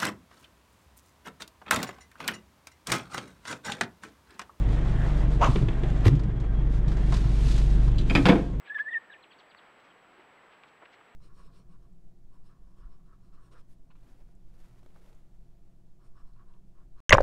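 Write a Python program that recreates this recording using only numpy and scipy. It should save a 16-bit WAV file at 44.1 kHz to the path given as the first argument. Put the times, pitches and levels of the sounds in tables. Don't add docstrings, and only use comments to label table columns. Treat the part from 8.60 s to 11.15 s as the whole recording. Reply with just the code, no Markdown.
import sys
import numpy as np
from scipy import signal
from scipy.fft import rfft, irfft, next_fast_len
from scipy.io import wavfile
from scipy.ndimage import uniform_filter1d, map_coordinates

SR = 44100
rng = np.random.default_rng(int(sys.argv[2]) if len(sys.argv) > 2 else 0)


def transcribe(signal):
    frames = np.atleast_2d(signal).T
    limited = np.clip(frames, -1, 1)
    pcm = np.round(limited * 32767).astype(np.int16)
    wavfile.write(sys.argv[1], SR, pcm)


N = 112454
EDGE_S = .002


def amp(db):
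    return 10 ** (np.asarray(db) / 20)


def unit(x):
    return x / np.sqrt(np.mean(x ** 2) + 1e-20)


def clock():
    return np.arange(N) / SR


def along(points, hz):
    knots_hz, values = np.transpose(points)
    return np.interp(np.log(hz + 1), np.log(knots_hz + 1), values)


def wobble(rate_hz):
    return map_coordinates(rng.standard_normal(int(N * rate_hz / SR) + 4), [clock() * rate_hz])


def filtered(x, response):
    size = next_fast_len(N + SR // 2)
    return irfft(rfft(x, size) * response(np.fft.rfftfreq(size, 1 / SR)), size)[:N]


def noise(response):
    return unit(filtered(rng.standard_normal(N), response))


def band(centre_hz, width_oct):
    return noise(lambda hz: np.exp(-(np.log2((hz + 1) / centre_hz) / width_oct / 2) ** 2))


def swell(peak_s, sigma_s):
    return np.exp(-.5 * ((clock() - peak_s) / sigma_s) ** 2)


def electronics():
    # (time [s], sigma [s])
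    lifts = [(1.589, 0.007), (1.634, 0.0064)]
    whine_hz, lift_hz, flip_cycle_hz = 7796, 8170, 59.53
    whine_db, hiss_db = -80.8, -86.5
    t = clock()
    polarity = np.clip(32 * np.sin(np.pi * flip_cycle_hz * (t - .529)), -1, 1)
    lift = 0.57 * sum(swell(at_s, sigma_s) for at_s, sigma_s in lifts)
    whine = (1 - lift) * np.sin(2 * np.pi * whine_hz * t) + lift * np.sin(2 * np.pi * lift_hz * t)
    return amp(whine_db) * np.sqrt(2) * polarity * whine + amp(hiss_db) * rng.standard_normal(N)


def air():
    # (frequency [Hz], relative level [dB])
    spectrum = [(25, -17.5), (80, -12.5), (154, -7.5), (330, -3), (600, -1.5), (1100, -1.5), (2100, -5.5),
                (3170, -13), (3700, -18.5), (4400, -23), (5200, -29), (6200, -34), (7500, -42),
                (10000, -73.5)]
    level_db, sway_db = -59, 0.49
    rush = noise(lambda hz: amp(along(spectrum, hz)))
    return amp(level_db + sway_db * wobble(10)) * rush


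def scrub(x):
    t60_s, build_s = 0.6, .012
    t = np.arange(SR // 2) / SR
    tail = rng.standard_normal(len(t)) * amp(-60 * t / t60_s) * (1 - np.exp(-t / build_s))
    return signal.fftconvolve(x, tail / np.linalg.norm(tail))[:N]


def flutters():
    # (time [s], sigma [s], level [dB], centre [Hz], width [oct])
    strokes = [(0.069, 0.013, -55, 2300, 0.36), (.8, .012, -66, 4160, 0.34),
               (1.023, 0.08, -62.5, 1210, 0.6), (1.203, 0.0073, -64.5, 2200, 0.7),
               (1.255, 0.01, -65, 2400, 0.66), (1.59, 0.0081, -52.5, 355, 0.16),
               (1.607, 0.031, -64, 920, 0.84), (1.932, 0.017, -62.5, 1700, 0.61),
               (2.043, .006, -56.5, 1080, 0.73), (2.086, .009, -65, 2700, 0.58),
               (2.231, 0.009, -52, 700, 0.73), (2.258, 0.0035, -52, 2020, 0.44),
               (2.337, 0.012, -62, 2900, .55), (2.412, 0.0045, -55, 960, 0.54)]
    grain = unit(amp(0.94 * wobble(500)))
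    return grain * sum(amp(db) * swell(at_s, sigma_s) * band(hz, width_oct)
                       for at_s, sigma_s, db, hz, width_oct in strokes)


def taps():
    # (time [s], level [dB], ring [Hz], t60 [s], crack re ring [dB])
    strikes = [(.065, -52, 3300, .005, -8), (.948, -37, 1850, .005, -14), (.9495, -40, 950, .005, -14),
               (1.447, -45, 1500, .005, -14), (2.036, -34, 2400, .0035, -8), (2.224, -42, 1300, .006, -12),
               (2.226, -56, 595, .1, -30), (2.341, -46, 1900, .008, -12)]
    out, crack = np.zeros(N), band(centre_hz=1700, width_oct=0.77)
    for at_s, db, hz, t60_s, crack_db in strikes:
        age_s = np.maximum(clock() - at_s, 0)
        envelope = amp(db - 60 * age_s / t60_s) * (1 - np.exp(-age_s / .0001))
        out += envelope * (np.sin(2 * np.pi * hz * age_s) + amp(crack_db) * crack)
    return out


def dish():
    # (frequency [Hz], gain [dB])
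    dulling = [(60, -24.5), (250, -1.5), (3000, 1), (5000, -6.5), (7000, -11), (10000, -20.5)]
    return filtered(taps() + flutters(), lambda hz: amp(along(dulling, hz)))


def chirps():
    # (time of top [s], top [Hz], pitch after fall [Hz], fall [s], level at ref_hz [dB])
    calls = [(0.084, 4105, 2300, 0.017, -56.5), (.202, 5000, 3500, 0.011, -59.5),
             (.317, 3630, 2170, 0.034, -55), (0.517, 3910, 2170, 0.032, -56),
             (.630, 4200, 2364, 0.016, -55), (.710, 3320, 2350, 0.014, -59.5),
             (.721, 4540, 2900, 0.019, -57.5), (0.79, 4610, 2970, .018, -55),
             (0.901, 4800, 2750, 0.02, -58), (0.973, 4550, 2850, 0.023, -56.5),
             (1.305, 3240, 2860, 0.015, -64.5), (1.599, 2050, 1717, 0.016, -73),
             (1.775, 2140, 1950, .014, -72.5)]
    ref_hz, tilt_db_per_oct = 2980, -17.5
    echo_s, echo_db = .0105, -10
    t, out = clock(), np.zeros(N)
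    for top_s, top_hz, low_hz, fall_s, db in calls:
        progress = np.clip((t - top_s) / fall_s, -0.39, 1.15)
        hz = top_hz * (low_hz / top_hz) ** (np.abs(progress) ** 1.7)
        gate = np.clip(np.minimum(progress - progress[0], progress[-1] - progress) / 0.39, 0, 1)
        level_db = db + tilt_db_per_oct * np.log2(hz / ref_hz)
        out += gate * amp(level_db) * np.sin(2 * np.pi * np.cumsum(hz) / SR)
    return np.sqrt(2) * filtered(out, lambda hz: 1 + amp(echo_db) * np.exp(-2j * np.pi * hz * echo_s))


def rasp():
    # (time [s], sigma [s], level [dB])
    bursts = [(0.147, 0.0023, -48.5), (0.18, 0.0055, -52), (0.191, 0.0047, -45.5)]
    # (frequency [Hz], relative level [dB])
    spectrum = [(300, -38.5), (800, -24.5), (1200, -17.5), (1500, -5.5), (2050, 1), (2450, -13),
                (3300, -12.5), (4300, -35), (7000, -39.5), (10000, -65)]
    pulse_hz, depth = 380, 0.2
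    pulses = 1 + depth * np.sin(2 * np.pi * pulse_hz * clock())
    envelope = sum(amp(db) * swell(at_s, sigma_s) for at_s, sigma_s, db in bursts)
    return envelope * unit(pulses * noise(lambda hz: amp(along(spectrum, hz))))


def scoop():
    # (time [s], pitch [Hz], level [dB])
    contour = [(.171, 1503, -60), (0.178, 1218, -51.5), (.183, 1030, -49), (0.188, 1224, -46),
               (0.196, 1408, -49.5), (0.201, 1485, -53)]
    jitter, octave_db = 0.028, -12
    t = clock()
    knots_s, hz, db = np.transpose(contour)
    pitch_hz = np.interp(t, knots_s, hz) * (1 + jitter * wobble(500))
    phase = 2 * np.pi * np.cumsum(pitch_hz) / SR
    gate = np.clip(np.minimum(t - knots_s[0], knots_s[-1] - t) / EDGE_S, 0, 1)
    return gate * amp(np.interp(t, knots_s, db)) * (np.sin(phase) + amp(octave_db) * np.sin(2 * phase))


def whistle():
    # (time [s], pitch [Hz], level [dB])
    syllables = [
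        [(0.074, 1777, -54), (0.081, 1646, -49), (0.088, 1655, -51), (0.093, 1674, -64), (0.099, 1700, -40),
         (0.107, 1705, -33), (0.114, 1661, -37), (0.123, 1764, -37), (0.129, 1743, -45), (0.136, 1760, -43),
         (0.143, 1850, -56)],
        [(0.143, 1850, -56), (0.147, 1825, -39), (0.156, 1745, -32), (0.165, 1713, -29), (0.172, 1726, -33),
         (0.1755, 1767, -40), (0.178, 1953, -54)],
        [(0.178, 1953, -54), (0.186, 1645, -42), (0.196, 1637, -34), (0.2, 1681, -27), (0.208, 1721, -26),
         (0.214, 1730, -30), (0.224, 1746, -39), (0.232, 1808, -51), (0.244, 1771, -53)],
        [(0.244, 1771, -53), (0.255, 1709, -46), (0.265, 1737, -38), (0.28, 1763, -33), (0.293, 1932, -36),
         (0.299, 1912, -40), (0.306, 1760, -47)],
        [(0.306, 1760, -47), (0.311, 1778, -41), (0.316, 1903, -42), (0.32, 1837, -40), (0.327, 1795, -35),
         (0.333, 1884, -33), (0.341, 1932, -33), (0.347, 1887, -29), (0.36, 1818, -28), (0.372, 1778, -27),
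         (0.381, 1806, -35), (0.389, 1705, -60)],
        [(0.497, 1726, -60), (0.504, 1765, -44), (0.51, 1591, -59), (0.517, 1690, -54), (0.528, 1609, -52),
         (0.539, 1830, -55), (0.555, 1791, -57), (0.566, 1744, -55), (0.573, 2026, -71)],
    ]
    brightness = [-2, 1, -2, -9, -11, -4]
    # (multiple of pitch, base level re fundamental [dB])
    overtones = [(2, -32.5), (3, -47), (4, -51.5)]
    jitter, shimmer_db, flicker_db = .004, .3, 6
    full_voice_db, growth_db_per_db = -23, 0.28
    t, gate, bright_db = clock(), np.zeros(N), np.zeros(N)
    for contour, gain_db in zip(syllables, brightness):
        inside = np.clip(np.minimum(t - contour[0][0], contour[-1][0] - t) / EDGE_S + .5, 0, 1)
        gate += inside
        bright_db += gain_db * inside
    knots_s, hz, db = np.transpose(sorted(tuple(row) for contour in syllables for row in contour))
    level_db = np.interp(t, knots_s, db) + shimmer_db * wobble(250)
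    pitch_hz = np.interp(t, knots_s, hz) * (1 + jitter * wobble(300))
    phase = 2 * np.pi * np.cumsum(pitch_hz) / SR
    upper = sum(amp(base_db + flicker_db * wobble(40)) * np.sin(k * phase) for k, base_db in overtones)
    voice = np.sin(phase) + upper * amp(bright_db + growth_db_per_db * (level_db - full_voice_db))
    envelope = uniform_filter1d(np.minimum(gate, 1) * amp(level_db), size=66)
    return np.sqrt(2) * envelope * voice


def scene():
    near_send_db, far_send_db = -28, -15
    near = whistle() + scoop() + rasp() + dish()
    far = chirps()
    tail = scrub(amp(near_send_db) * near + amp(far_send_db) * far)
    return (near + far + tail + air())[None]


def record(dry):
    limit_hz = 15720
    return filtered(dry[0] + electronics(), lambda hz: hz < limit_hz)[None]


dry = scene()
out = record(dry)
transcribe(out)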